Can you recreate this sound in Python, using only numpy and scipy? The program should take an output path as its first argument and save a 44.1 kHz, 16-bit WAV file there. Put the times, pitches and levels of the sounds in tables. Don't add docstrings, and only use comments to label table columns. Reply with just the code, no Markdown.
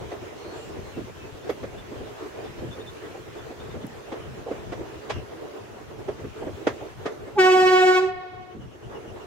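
import sys
import numpy as np
from scipy import signal
from scipy.fft import rfft, irfft, next_fast_len
from scipy.io import wavfile
from scipy.ndimage import uniform_filter1d, minimum_filter1d, map_coordinates

SR = 44100
rng = np.random.default_rng(int(sys.argv[2]) if len(sys.argv) > 2 else 0)


def master_out(mix):
    frames = np.transpose(np.atleast_2d(mix))
    ceiling = np.clip(frames, -1, 1)
    pcm = np.round(ceiling * 32767).astype(np.int16)
    wavfile.write(sys.argv[1], SR, pcm)


N = 408366
TIME = np.arange(N) / SR


def amp(db):
    return 10 ** (np.asarray(db) / 20)


def unit(x):
    return x / np.sqrt(np.mean(x ** 2) + 1e-20)


def along(points, hz):
    f, v = np.transpose(points)
    return np.interp(np.log(hz + 1), np.log(f + 1), v)


def curves(rows, t=TIME):
    first, *cols = np.transpose(rows)
    return [np.interp(t, first, c) for c in cols]


def wobble(rate, size=N):
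    knots = rng.standard_normal(int(size * rate / SR) + 4)
    return map_coordinates(knots, [np.arange(size) * rate / SR + 1])


def filtered(x, response):
    n = x.shape[-1]
    m = next_fast_len(n + 4096)
    spectrum = rfft(x, m) * response(np.fft.rfftfreq(m, 1 / SR))
    return irfft(spectrum, m)[..., :n]


def sides(lean_db):
    return amp(np.array([[.5], [-.5]]) * lean_db)


def add(track, s, sound):
    part = track[:, max(0, round(s * SR)):][:, :sound.shape[-1]]
    part += sound[..., :part.shape[-1]]


def noise(colour_db, alike, size):
    def mid_side(hz):
        turn = np.arccos(np.clip(along(alike, hz), -1, 1)) / 2
        return amp(colour_db(hz)) * [np.cos(turn), np.sin(turn)]

    mid, side = filtered(rng.standard_normal((2, size)), mid_side)
    return unit(np.array([mid + side, mid - side]))


# frequency [Hz], likeness [0-1].
RUSH_ALIKE = [(60, 0.074), (380, .11), (1000, .002), (2400, 0)]
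# frequency [Hz], left minus right [dB].
RUSH_LEAN = [(30, 5), (60, 7), (130, 4.5), (380, -1.5), (950, -1), (2400, -.8), (15000, 0)]


def rush(spectrum, patchy_db):
    z = signal.stft(noise(lambda hz: along(spectrum, hz), RUSH_ALIKE, N), nperseg=512)[2]
    field = uniform_filter1d(rng.standard_normal(z.shape[1:]), size=5, axis=0)
    field = uniform_filter1d(field, size=10, axis=1)
    pair = signal.istft(z * amp(patchy_db * unit(field)), nperseg=512)[1][:, :N]
    return unit(filtered(pair, lambda hz: sides(along(RUSH_LEAN, hz))))


# time in seconds [s], wheel roar level [dB], rail hiss level [dB].
TRACK_STATE = [(0, -39, -48.5), (1.0, -41, -48.5), (1.4, -42, -49.5), (2.9, -41, -48.5), (3.4, -42, -49.5),
               (4.8, -39.5, -49.5), (5.9, -43, -52), (6.55, -42, -49.5), (7.3, -42.5, -52),
               (9.25, -41.5, -53)]
# peak time in seconds [s], peak level [dB].
GUSTS = [(.01, -35), (.77, -38), (.99, -39), (1.63, -39.5), (1.8, -42), (2.0, -39.5), (2.62, -40),
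         (3.8, -40.5), (4.3, -38.5), (4.68, -40), (5.17, -39), (6.13, -47), (6.48, -38), (6.72, -42),
         (7.0, -40.5), (7.2, -45.5), (7.65, -37), (8.37, -31.5), (8.62, -34.5), (9.12, -43.5)]
# frequency [Hz], relative density [dB per Hz].
BUFFET_COLOUR = [(12, -59), (20, -10.5), (92, 6.5), (115, 7), (167, -0.5), (260, -3.5), (340, -26),
                 (570, -120)]
ROAR_COLOUR = [(88, -33), (150, -23.5), (281, -4.5), (331, 0), (448, 2.5), (494, -4), (627, -5.5),
               (771, -8.5), (926, -12.5), (1060, -13.5), (2000, -21.5), (2600, -40), (4400, -120)]
HISS_COLOUR = [(530, -54), (900, -3.5), (1980, -7.5), (2160, -8.5), (2370, -7.5), (2940, -8.5),
               (3520, -11.5), (3780, -13), (4580, -16.5), (6400, -16.5), (9610, -27), (11900, -27),
               (15700, -29)]
BREEZE_DB, BREEZE_SWING_DB, BREEZE_RATE = -47, 2.5, 7
GUST_S = 0.065


def rolling():
    roar_db, hiss_db = curves(TRACK_STATE)
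    bumps = wobble(24)
    breeze = amp(BREEZE_DB + BREEZE_SWING_DB * wobble(BREEZE_RATE))
    gusts = sum(amp(db) * np.exp(-((TIME - s) / GUST_S) ** 2) for s, db in GUSTS)
    eddies_db = 1.5 * np.array([wobble(22), wobble(22)])
    buffet = np.hypot(breeze, gusts) * amp(eddies_db) * rush(BUFFET_COLOUR, patchy_db=2.5)
    roar = amp(roar_db + 2.12 * bumps) * rush(ROAR_COLOUR, patchy_db=2.0)
    hiss = amp(hiss_db + 0.5 * bumps) * rush(HISS_COLOUR, patchy_db=1.76)
    return buffet + roar + hiss


# time in seconds [s], thud level [dB], thud centre [Hz], clank level [dB].
KNOCKS = [(.116, -33, 526, -45), (.218, -38, 340, -54), (.448, -36.5, 366, -48), (.765, -36.5, 336, -60),
          (.97, -29.5, 266, -57), (1.493, -21, 400, -35), (1.632, -29.5, 392, -42.5),
          (1.918, -35.5, 340, -57), (2.004, -35, 335, -50), (2.586, -44, 505, -48.5),
          (2.625, -35.5, 336, -59), (3.146, -36, 447, -55), (3.499, -36.5, 416, -55),
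          (3.743, -34, 334, -49), (3.837, -30, 210, -51), (4.12, -29.5, 433, -40.5),
          (4.466, -30.5, 513, -59), (4.486, -37, 453, -51), (4.511, -24.5, 400, -42),
          (4.722, -30.5, 427, -39), (4.789, -31, 336, -57), (5.099, -27.5, 610, -32),
          (5.157, -34.5, 340, -46), (6.083, -24, 410, -42), (6.241, -31.5, 332, -46.5),
          (6.42, -30.5, 440, -54), (6.469, -27.5, 347, -47), (6.668, -15.5, 394, -25),
          (6.813, -34.5, 440, -57), (7.057, -23.5, 408, -31.5), (7.275, -38, 395, -50.5),
          (8.548, -31.5, 254, -58), (9.044, -41, 370, -59), (9.16, -42, 535, -55)]
# clank level [dB], thud's 60 dB decay time [s].
THUD_DECAY = [(-52, 0.19), (-45.5, .11), (-24, 0.052)]
# frequency [Hz], relative density [dB per Hz].
STEEL_COLOUR = [(350, -38), (600, 9), (900, -10), (1060, -6.5), (2020, -11), (2940, -23), (3270, -19),
                (3750, -26), (6340, -31), (8990, -44), (15000, -65)]
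EDGE_DB, EDGE_DB_PER_OCTAVE = -5, 10
KNOCK_LEAN_DB = -1.8


def knocks(clank_t60=.11, rattle_db=-20, rattle_t60=0.23, focus_db=13):
    lead = .025
    out, t = np.zeros((2, N)), np.arange(SR // 3) / SR - lead
    age = np.maximum(t, 0)

    def fade(t60):
        return amp(-60 * age / max(t60, .02)) + amp(rattle_db - 60 * age / rattle_t60)

    def peak_at(db, x):
        power = uniform_filter1d(np.mean(x ** 2, axis=0), size=384)
        return amp(db) * x / np.sqrt(power.max())

    def steel(slope_db):
        colour = lambda hz: along(STEEL_COLOUR, hz) + along(slope_db, hz)
        return noise(colour, [(1000, 0.15), (6000, 0.12)], len(t))

    for s, thud_db, centre_hz, clank_db in KNOCKS:
        rise = np.interp(thud_db, [-37, -25, -15], [.008, .005, .002])
        swell = 1 + np.tanh(t / rise)
        thud_t60, = curves(THUD_DECAY, clank_db)
        edge_db = clank_db + EDGE_DB + EDGE_DB_PER_OCTAVE * np.log2(centre_hz / 400)
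        body = lambda hz: -focus_db * np.log2((hz + 1) / centre_hz) ** 2
        thud = peak_at(thud_db, noise(body, [(400, .74)], len(t)) * swell * fade(thud_t60))
        clank_noise = steel([(500, -17.0), (1000, 7.5), (2200, 7.5), (3500, -29)])
        clank = peak_at(clank_db, clank_noise * swell * fade(clank_t60))
        edge = peak_at(edge_db, steel([(1600, -24.5), (2600, -7.5)]) * swell * fade(clank_t60))
        add(out, s - lead + 0.001996, (thud + clank + edge) * sides(KNOCK_LEAN_DB))
    return out


VALVE_OPEN_S, VALVE_SHUT_S, VALVE_S = 7.385, 8.0, 0.0053
HORN_HZ, HORN_SAG_HZ_PER_S = 371.5, 3.52
SCOOP_HZ, SCOOP_S = 16, 0.0083
SHUT_DROP_DB, SHUT_DULL_DB = 1, 9
DRAIN_S, DRAIN_RISE_HZ = 0.085, 8.5


def valve(t):
    since = t - VALVE_OPEN_S
    drained = np.maximum(t - VALVE_SHUT_S, 0) / DRAIN_S
    opened, shut = (1 / (1 + np.exp((s - t) / VALVE_S)) for s in (VALVE_OPEN_S, VALVE_SHUT_S))
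    scoop = SCOOP_HZ * np.exp(np.minimum(-since / SCOOP_S, 1))
    pitch = HORN_HZ + scoop - HORN_SAG_HZ_PER_S * since + DRAIN_RISE_HZ * np.tanh(2 * drained)
    drive_db = 20 * np.log10(opened * np.exp(-drained ** 2) + 1e-6) - SHUT_DROP_DB * shut
    return pitch, drive_db, -SHUT_DULL_DB * shut


# multiple of the note [number], relative level [dB].
HARMONICS = [(1, -5.5), (2, -11.5), (3, -15), (4, -16), (5, -20.5), (6, -22), (7, -21.5), (8, -26.5),
             (9, -29), (10, -32), (11, -33.5), (12, -36.5), (13, -34.5), (14, -37.5), (15, -37), (16, -39),
             (17, -41), (18, -39.5), (19, -42), (20, -40.5), (21, -41.5), (22, -47.5)]
# frequency [Hz], relative level [dB].
TOP_HARMONICS = [(8500, -48.5), (9600, -59), (12000, -54.5), (15700, -57.5)]
# frequency [Hz], relative density [dB per Hz].
AIR_COLOUR = [(120, -25), (330, -7), (520, -14), (900, -26.5), (1700, -25), (2600, -33), (8000, -58)]


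def horn(level_db=-1.0, brassy=.82, jitter=0.00059, flutter=0.42, air_db=-31, squeak_db=-19, squeak_hz=840):
    t = np.arange(7.3, 8.3, 1 / SR)
    n, out = len(t), np.zeros((2, N))
    pitch, drive_db, bite_db = valve(t)
    phase = 2 * np.pi * np.cumsum(pitch * (1 + jitter * wobble(120, n))) / SR
    tone = np.zeros((2, n))
    for k in range(1, 43):
        db = HARMONICS[k - 1][1] if k <= len(HARMONICS) else along(TOP_HARMONICS, k * HORN_HZ)
        scatter = lambda: wobble(30 + 2.5 * k, n) + 1j * wobble(30 + 2.5 * k, n)
        depth = .07 if k == 1 else flutter
        paths = 1 + depth * (scatter() + np.array([scatter(), scatter()]))
        paths = paths / np.sqrt(1 + 2 * depth ** 2)
        spread = .25 if k == 1 else 1.2 if k < 4 else 1.6
        shift = np.array([[.5], [-.5]]) * spread + (k > 4) * rng.uniform(-np.pi, np.pi)
        strength = amp(db + (k > 1) * bite_db + drive_db * (1 + brassy * np.log(k)))
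        tone += strength * np.real(paths * np.exp(1j * (k * phase + shift)))
    throb = amp(1.2 * np.cos(2 * np.pi * 13.7 * (t - VALVE_OPEN_S) + .6 * wobble(5, n)))
    air = amp(air_db + drive_db) * noise(lambda hz: along(AIR_COLOUR, hz), [(400, 0.93)], n)
    squeak_swell = np.exp(-((t - VALVE_OPEN_S + VALVE_S) / 0.013) ** 2)
    squeak = amp(squeak_db) * squeak_swell * np.sin(2 * np.pi * squeak_hz * t)
    add(out, t[0], amp(level_db) * (throb * tone + air + squeak))
    return filtered(out, lambda hz: sides(along([(370, -1.0), (1100, -1.5), (8000, -1.3)], hz)))


def reflections(blast, delays, levels_db, shifts, colour):
    out, since = np.zeros((2, N)), TIME - VALVE_SHUT_S
    for channel in range(2):
        late = delays + rng.uniform(0, .0054, len(delays))
        for delay, db, shift in zip(late, levels_db, rng.permutation(shifts)):
            out[channel] += amp(db) * np.interp(TIME - delay + shift * since, TIME, blast[channel])
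    return filtered(out, lambda hz: amp(along(colour, hz)))


# frequency [Hz], gain [dB].
NEAR_COLOUR = [(370, -2), (740, 4), (1500, 0.5), (3000, 2), (7000, 4.5), (15000, 2)]
FAR_COLOUR = [(370, -2.5), (740, 10.5), (1100, 7), (1500, 1), (1850, 8), (2600, 3.5), (5000, 3.5),
              (9000, -30), (15000, -56.5)]
WALL_COLOUR = [(370, -1), (740, 9.5), (1100, 1), (2600, 4), (6000, 0), (15000, -18)]
WALL_DELAY_S, WALL_SHIFT, WALL_DB = 0.12, -.0128, -22.5


def trackside(blast, near_db=-20, far_db=-27, fall_db=25, count=16):
    near, far = np.linspace(.014, .1, count // 2), np.linspace(.12, .56, count)
    near_shifts, far_shifts = np.linspace(-.021, .022, len(near)), np.linspace(-.022, .006, count)
    masts = reflections(blast, near, near_db - fall_db * near, near_shifts, NEAR_COLOUR)
    wall = reflections(blast, np.array([WALL_DELAY_S]), [WALL_DB], [WALL_SHIFT], WALL_COLOUR)
    huts_and_trees = reflections(blast, far, far_db - fall_db * far, far_shifts, FAR_COLOUR)
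    return masts + wall + huts_and_trees


def whistle(length, hz, glide, rough, overtone_db=-10):
    n = int(length * SR)
    rasp = .09 * rough * np.array([wobble(1400, n), wobble(1400, n)])
    pitch = hz * np.linspace(1, 1 + glide, n) * (1 + rasp)
    phase = 2 * np.pi * np.cumsum(pitch, axis=1) / SR
    return np.sqrt(np.hanning(n)) * (np.sin(phase) + rough * amp(overtone_db) * np.sin(2 * phase))


# start in seconds [s], length [s], starting pitch [Hz], level [dB], roughness [0-1].
SQUEALS_AND_RING = [(.32, .36, 4300, -53, 0.6), (.49, 0.25, 7300, -54.5, .3), (.53, .18, 8600, -63, 0.3),
                    (.56, .13, 2880, -50, 0.24), (.8, .17, 4200, -57, 0.5), (.93, 0.067, 2740, -49.5, 0.2),
                    (1.17, .12, 2640, -49, 0.13), (5.087, .15, 2816, -45.5, 0.75)]
SQUEAL_GLIDE = -0.022


def squeals_and_ring():
    out = np.zeros((2, N))
    for s, length, hz, db, rough in SQUEALS_AND_RING:
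        add(out, s, amp(db) * whistle(length, hz, SQUEAL_GLIDE, rough))
    return out


# start in seconds [s], level [dB].
PEEPS = [(1.77, -49), (2.44, -51), (2.705, -44), (2.79, -46), (2.862, -41.5), (3.376, -52), (3.588, -49),
         (3.693, -54), (3.805, -52)]
PEEP_HZ, PEEP_S, PEEP_ROUGH = 3560, .048, 0.24
# start in seconds [s], end [s], first gap between starts [s],
# first pitch [Hz], typical level [dB], roughness [0-1].
CHATTER = [(4.53, 5.03, .1, 6440, -61, 0.43), (8.395, 9.25, .097, 3120, -50, 0.67)]
NOTE_S, NOTE_GLIDE = .06, -.07
SLOWING_S, NOTE_SAG = .0056, 0.0099


def birds():
    out = np.zeros((2, N))
    for s, db in PEEPS:
        glide = rng.normal(0, .03)
        add(out, s, amp(db) * whistle(PEEP_S, PEEP_HZ, glide, PEEP_ROUGH))
    for s, end, gap, hz, db, rough in CHATTER:
        while s < end:
            add(out, s, amp(db + rng.normal(0, 0.99)) * whistle(NOTE_S, hz, NOTE_GLIDE, rough))
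            s += gap
            gap += SLOWING_S
            hz *= 1 - NOTE_SAG
    return out


# start in seconds [s], starting level [dB], 60 dB decay time [s].
TICKS = [(1.5, -55, 0.18), (3.867, -42, 0.015)]


def ticks():
    out, t = np.zeros((2, N)), np.arange(SR // 5) / SR
    colour = lambda hz: along([(3000, -28), (9000, -12), (13000, -3), (16000, -20)], hz)
    for s, db, t60 in TICKS:
        add(out, s, amp(db - 60 * t / t60) * noise(colour, [(9000, .4)], len(t)))
    return out


# frequency [Hz], typical level [dB].
WHINE_TONES = [(10191, -79.5), (10357, -83), (12102, -82)]


def whine():
    out = np.zeros((2, N))
    for hz, db in WHINE_TONES:
        level = amp(db + 2.5 * wobble(3.6))
        drift = .45 * np.array([wobble(30), wobble(30)])
        out += level * np.sin(2 * np.pi * hz * TIME + drift)
    return out


def scene():
    blast = horn()
    train = rolling() + knocks() + ticks() + whine()
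    return train + blast + trackside(blast) + squeals_and_ring() + birds()


def gain_control(x, limit_db=-14.0, hold=0.46, release_db=13):
    power = uniform_filter1d(np.mean(x ** 2, axis=0), size=2048)
    level_db = 10 * np.log10(np.abs(power) + 1e-12)
    half = int(hold * SR / 2)
    cut_db = -minimum_filter1d(np.minimum(limit_db - level_db, 0), 2 * half + 1, origin=half)
    cut_db = np.maximum.accumulate(cut_db + release_db * TIME) - release_db * TIME
    return x * amp(-uniform_filter1d(cut_db, size=512))


TOP_HZ = 15800


def record(dry):
    return filtered(gain_control(dry), lambda hz: hz < TOP_HZ)


dry = scene()
out = record(dry)
master_out(out)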